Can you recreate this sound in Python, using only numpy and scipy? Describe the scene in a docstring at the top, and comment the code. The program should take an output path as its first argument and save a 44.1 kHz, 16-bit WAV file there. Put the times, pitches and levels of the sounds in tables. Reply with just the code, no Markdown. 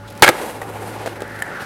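"""A machine hums at night and shoes scuff briefly as a skateboard drops into a concrete bowl.
Wheels and deck (the wooden board) slam down in a quick, ringing clatter that overloads the microphone.
The wheels then rumble over grit, bump across seams and sing as they scrub sideways in a turn.
The bowl adds a soft echo, and the hum swells and fades underneath."""
import sys
import numpy as np
from scipy import signal
from scipy.fft import rfft, irfft, next_fast_len
from scipy.io import wavfile
from scipy.ndimage import map_coordinates

SR = 44100
rng = np.random.default_rng(int(sys.argv[2]) if len(sys.argv) > 2 else 0)


def master(y):
    """Save y as 16-bit WAV."""
    cut = np.clip(np.atleast_2d(y).T, -1, 1)
    pcm = np.round(cut * 32767)  # scale
    wavfile.write(sys.argv[1], SR, pcm.astype(np.int16))


N = 72765  # samples: 1.65 s


def amp(db):
    """Turn decibels into a volume multiplier."""
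    return 10 ** (np.asarray(db) / 20)


def unit(x):
    """Scale a signal to an average (rms) level of 1."""
    return x / np.sqrt(np.mean(x ** 2) + 1e-20)


def along(points, hz):
    """Read between rows of (pitch_hz, value), with octaves evenly spaced."""
    pitches, values = np.transpose(points)
    return np.interp(np.log(hz + 1), np.log(pitches + 1), values)


def curves(rows):
    """Join rows of (time_s, values...) with straight lines, one curve per value."""
    times, *columns = np.transpose(rows)
    return [np.interp(np.arange(N) / SR, times, column) for column in columns]


def wobble(rate):
    """A smooth curve through `rate` random points a second."""
    return map_coordinates(rng.standard_normal(N // 10), [np.arange(N) * rate / SR], order=3)


def colour(x, spectrum):
    """Shape the tone of x. A colour lists how strong each pitch is compared with the others."""
    size = 4096
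    gains = unit(amp(along(spectrum, np.fft.rfftfreq(size, 1 / SR))))
    cepstrum = irfft(np.log(gains))
    # fold it so that the filter never sounds ahead of a hit
    cepstrum[1:size // 2] *= 2
    cepstrum[size // 2 + 1:] = 0
    response = irfft(np.exp(rfft(cepstrum)))
    return signal.fftconvolve(x, response)[:len(x)]


def add(out, start_s, x):
    """Mix x into out from start_s on."""
    part = out[round(start_s * SR):][:len(x)]
    part += x[:len(part)]


def fade(fade_s, size=8192):
    """The dying away of one hit: 60 dB quieter after fade_s."""
    return np.exp(-np.log(1000) * np.arange(size) / SR / fade_s)


def ping(hz, fade_s):
    """One ringing tone that builds up within half a cycle and dies away."""
    shape = fade(fade_s)
    cycles = hz * np.arange(len(shape)) / SR
    return shape * (1 - np.exp(-2 * cycles)) * np.sin(2 * np.pi * cycles)


def bursts(rows, spectrum):
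    """Rough contacts: a puff of noise for each row of (start_s, level_db, fade_s)."""
    out = np.zeros(N)
    for start_s, db, fade_s in rows:
        shape = fade(fade_s)
        burst = colour(shape * rng.standard_normal(len(shape)), spectrum)
        add(out, start_s, amp(db) * burst * np.linalg.norm(shape) / np.linalg.norm(burst))
    return out


def grains(per_s=5000, spread_db=1.5):
    """Tiny random knocks against a gritty surface."""
    hit = rng.random(N) < per_s / SR
    return hit * rng.standard_normal(N) * amp(spread_db * rng.standard_normal(N))


def machine(hum_hz=106.6):
    """A machine's low, wavering hum with a thin whine above it."""
    def tone(hz, drift):
        pitch_hz = hz * (1 + drift * wobble(11.84))
        return np.sqrt(2) * np.sin(2 * np.pi * np.cumsum(pitch_hz) / SR)
    # swelling and fading of the hum: time_s, level_db
    hum_levels = [(0, -38), (.25, -47), (.34, -59), (.47, -49), (.55, -44), (.8, -36), (.95, -39.5),
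                  (1.35, -42), (1.5, -52), (1.65, -46.5)]
    # tones of the whine: pitch_hz, level_db
    whine_tones = [(571, -46.5), (856, -47), (1432, -55.5)]
    hum_db, = curves(hum_levels)
    hum = amp(hum_db + 1.3 * wobble(14)) * tone(hum_hz, drift=.012)
    whine = sum(amp(db) * tone(hz, drift=.001) for hz, db in whine_tones)
    return hum + whine


def night_air():
    """A soft, steady rush of air."""
    # colour of the air: pitch_hz, relative_db
    air_colour = [(20, -30), (50, 1), (75, -2), (200, 5), (350, -2.5), (700, -9.5), (1400, -4.5),
                  (2500, -20.5), (6000, -28), (12000, -48), (16000, -37)]
    return amp(-40) * unit(colour(rng.standard_normal(N), air_colour))


def bowl_echo(x, level_db=-22):
    """The concrete walls throw sound back; high pitches die sooner than low ones."""
    # length of the echo: pitch_hz, fade_s
    fade_times = [(100, 1), (500, 0.85), (2000, 0.49), (6000, 0.31), (14000, 0.42)]
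    hz, time_s, noise = signal.stft(rng.standard_normal(SR), SR, nperseg=256)
    decay = np.exp(-np.log(1000) * time_s / along(fade_times, hz)[:, None])
    _, tail = signal.istft(noise * decay, SR, nperseg=256)
    return amp(level_db) * signal.fftconvolve(x, tail / np.linalg.norm(tail))[:N]


def takeoff():
    """Shoes scuff the board's grip tape, then the first wheels brush the wall."""
    # the scuff: time_s, level_db
    scuff_levels = [(.065, -75), (.08, -42.5), (.096, -50), (.11, -65)]
    # soft touch of the wheels: start_s, level_db, fade_s
    touch = [(.2125, -24.5, 0.034)]
    # their colours: pitch_hz, relative_db
    scuff_colour = [(1500, -37), (3000, -7), (3750, 1), (4500, -12), (8000, -13), (16000, -21)]
    touch_colour = [(40, -36), (120, -18), (210, 5), (350, -6), (800, -5), (3000, -37)]
    scuff_db, = curves(scuff_levels)
    scuff = amp(scuff_db) * unit(colour(grains(), scuff_colour))
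    return scuff + bursts(touch, touch_colour)


def rattle(fade_s=.016):
    """Loose hardware ticks lightly."""
    # the ticks: start_s, level_db
    ticks = [(0.1022, -36), (0.108, -38), (0.125, -40), (0.152, -41), (.177, -34.5), (.196, -38),
             (1.278, -40), (1.361, -39), (1.392, -37), (1.401, -39)]
    # their colour: pitch_hz, relative_db
    tick_colour = [(500, -22), (3000, 1), (6500, -2.5), (9000, -4), (11500, 4), (13000, -9), (16000, -9)]
    return bursts([(start_s, db, fade_s) for start_s, db in ticks], tick_colour)


def stone_click():
    """A small stone clicks sharply under the wheels and rings."""
    # the click: start_s, level_db, fade_s
    clicks = [(1.4221, -14, 0.012)]
    # its colour: pitch_hz, relative_db
    click_colour = [(100, -30), (800, 0.5), (1300, -1), (1900, 9), (2400, -15), (3100, -9), (6000, -16),
                    (8500, -7.5), (12000, -16), (16000, -22)]
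    # ringing tones of the click: pitch_hz, relative_db, fade_s
    click_tones = [(1763, -1, .025), (3040, -9, 0.018)]
    out = bursts(clicks, click_colour)
    for start_s, db, _ in clicks:
        for hz, tone_db, fade_s in click_tones:
            add(out, start_s, amp(db + tone_db) * ping(hz, fade_s))
    return out


def seam_bumps():
    """Wheels cross seams in the concrete, each with a scrape and a thump."""
    # the crossings: start_s, scrape_db, fade_s, thump_hz, thump_db
    seams = [(.4345, -29, .02, 600, -20), (0.6159, -22, 0.019, 1160, -20), (0.6191, -24, 0.021, 1930, -22),
             (1.06, -18.5, 0.034, 497, -20), (1.0636, -21, 0.031, 656, -22),
             (1.072, -22.5, 0.027, 510, -10), (1.0757, -20.5, 0.021, 750, -15.5),
             (1.205, -25.5, 0.03, 406, -18), (1.2203, -19.5, 0.016, 436, -6.5)]
    # colour of the scrape: pitch_hz, relative_db
    scrape_colour = [(40, -38), (200, -5), (400, 4), (750, 3), (1100, -9), (1600, -3.5), (3000, -16.5),
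                     (6000, -20.5), (10000, -20.5), (16000, -31)]
    out = bursts([row[:3] for row in seams], scrape_colour)
    for start_s, _, fade_s, thump_hz, thump_db in seams:
        add(out, start_s, amp(thump_db) * ping(thump_hz, fade_s))
    return out


def carve(width_hz=540):
    """Wheels scrub sideways and sing: a narrow band of noise that rises a little, then sinks."""
    # the singing: time_s, pitch_hz, level_db
    glide = [(1.0, 1623, -62), (1.22, 1629, -38), (1.33, 1730, -36.5), (1.45, 1694, -34), (1.5, 1624, -34),
             (1.59, 1540, -31), (1.65, 1523, -34)]
    hz, db = curves(glide)
    lowpass = signal.butter(2, width_hz / 2, fs=SR)
    slow_a, slow_b = signal.lfilter(*lowpass, rng.standard_normal((2, N)))
    phase = 2 * np.pi * np.cumsum(hz) / SR
    return amp(db) * unit(slow_a * np.cos(phase) + slow_b * np.sin(phase))


def rolling(turn_hz=15.4, pulse_db=1, rough_db=1.2):
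    """Grit shakes the board, scrapes and hisses, pulsing a little with each turn of the wheels."""
    # loudness of the three layers: time_s, rumble_db, scrape_db, hiss_db
    levels = [(0, -66, -59, -59.5), (.09, -45, -50, -61), (.21, -42, -47.5, -53), (.3, -29, -38.5, -45),
              (.42, -27.5, -37, -39), (.5, -32.5, -41, -42.5), (0.589, -34.5, -47.5, -49),
              (.72, -34, -49, -49.5), (.77, -31, -45.5, -48.5), (.88, -32, -43.5, -44.5),
              (1.0, -31.5, -43.5, -50), (1.1, -34.5, -40.5, -47.5), (1.17, -36, -49.5, -56),
              (1.3, -39, -46.5, -54.5), (1.39, -39, -45.5, -49.5), (1.5, -34, -47, -52.5),
              (1.59, -37, -44, -54.5), (1.62, -33.5, -36.5, -43), (1.65, -40, -40, -51)]
    # their colours: pitch_hz, relative_db
    rumble = [(40, -26.5), (150, -16.5), (270, -2), (390, 0), (530, 1.5), (640, -5.5), (780, 1.5),
              (1100, -9), (1700, -12.5), (2100, -15.5), (3000, -22.5), (6000, -52), (16000, -80)]
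    scrape = [(300, -22), (1500, 3.5), (2300, 5.5), (3200, 0), (4500, -2), (6000, -7), (9000, -20),
              (16000, -52)]
    hiss = [(2000, -26), (5500, -5.5), (8000, 1), (10000, 2.5), (12500, 0), (14500, -7.5), (16000, -14)]
    wheel_angle = 2 * np.pi * turn_hz * np.arange(N) / SR + wobble(2.1)
    flutter_db = rough_db * wobble(60.16) - pulse_db * np.sin(wheel_angle)
    out = np.zeros(N)
    for db, spectrum in zip(curves(levels), (rumble, scrape, hiss)):
        grit = grains() + 0.27 * rng.standard_normal(N)
        out += amp(db + flutter_db) * unit(colour(grit, spectrum))
    return out


def landing(detune=0.0056, pivot_hz=1000):
    """Each blow cracks, thuds through the wheels and rings the deck; harder blows ring brighter."""
    # the blows: start_s, relative_db, extra_ring_db, extra_thud_db, fade_s, hardness_db_per_octave
    blows = [(0.2228, 9, -5, 1.5, 0.029, -2), (0.2324, -2.5, -3, -4, 0.027, 8),
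             (0.2385, -6.5, -4.5, -16, 0.063, 1), (0.2443, -4.5, -1.5, -1.5, 0.029, 5.5),
             (0.2623, -11.5, -4.5, -5, 0.0062, -1), (0.265, -15, 1, 4.5, 0.044, -6),
             (0.271, -17.5, 0, 6.5, 0.04, 2), (0.2785, -0.5, 0.5, -6, 0.014, 0),
             (0.2886, -3, -11, -1, 0.03, 0), (0.2904, -10.5, 2, 0, 0.021, -8.5),
             (0.2956, -15.5, -10, 9.5, 0.026, 8)]
    # ringing tones of deck and axle mounts: pitch_hz, relative_db, fade_s
    deck_tones = [(346, -17, .08), (520.3, -4, 0.048), (740, -9.5, 0.04), (848, -11, 0.037),
                  (1248, -13.5, 0.085), (1338, -6.5, 0.075), (1529, -5.5, 0.059), (1644, 1, 0.04),
                  (1752, -1.5, 0.024), (2178, -5.5, 0.045), (2300, -9, 0.045), (2440, -11.5, 0.023),
                  (3260, -23, 0.022), (3410, -12, 0.018)]
    # colours of the contacts: pitch_hz, relative_db
    crack_colour = [(60, -33), (300, -5.5), (1500, 4.5), (2400, 2), (4000, -4.5), (5600, -10), (8500, -11),
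                    (12000, -13), (16000, -26.5)]
    thud_colour = [(30, -20), (130, -11.5), (240, -6.5), (380, -6.5), (510, -3.5), (640, -3), (800, -1),
                   (1080, -14), (2500, -20.5), (16000, -77)]
    ring = np.zeros(N)
    cracks, thuds = [], []
    for start_s, db, ring_db, thud_db, contact_s, hardness in blows:
        cracks.append((start_s, db, contact_s))
        thuds.append((start_s, db + thud_db, contact_s))
        for hz, tone_db, fade_s in deck_tones:
            chance_db, pitch_shift, direction = rng.standard_normal(3)
            bright_db = hardness * np.log2(hz / pivot_hz)
            gain = amp(db + ring_db + tone_db + chance_db + bright_db)
            tone = ping(hz * (1 + detune * pitch_shift), fade_s)
            add(ring, start_s, np.sign(direction) * gain * tone)
    crack = bursts(cracks, crack_colour)
    thud = bursts(thuds, thud_colour)
    return amp(-2) * ring + amp(1.5) * crack + amp(-2.5) * thud


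def scene():
    """The board and its echo over the machine and the night air, in one channel."""
    board = takeoff() + landing() + rolling() + carve() + seam_bumps() + stone_click() + rattle()
    return (board + bowl_echo(board) + machine() + night_air())[None]


def record(dry, top_hz=15850):
    """The landing overloads the microphone, flattening its peaks; nothing above top_hz gets through."""
    clipped = np.clip(dry, -1, 1)
    size = 2 * next_fast_len(N)
    passes = np.fft.rfftfreq(size, 1 / SR) < top_hz
    return irfft(rfft(clipped, size) * passes, size)[..., :N]


dry = scene()
out = record(dry)
master(out)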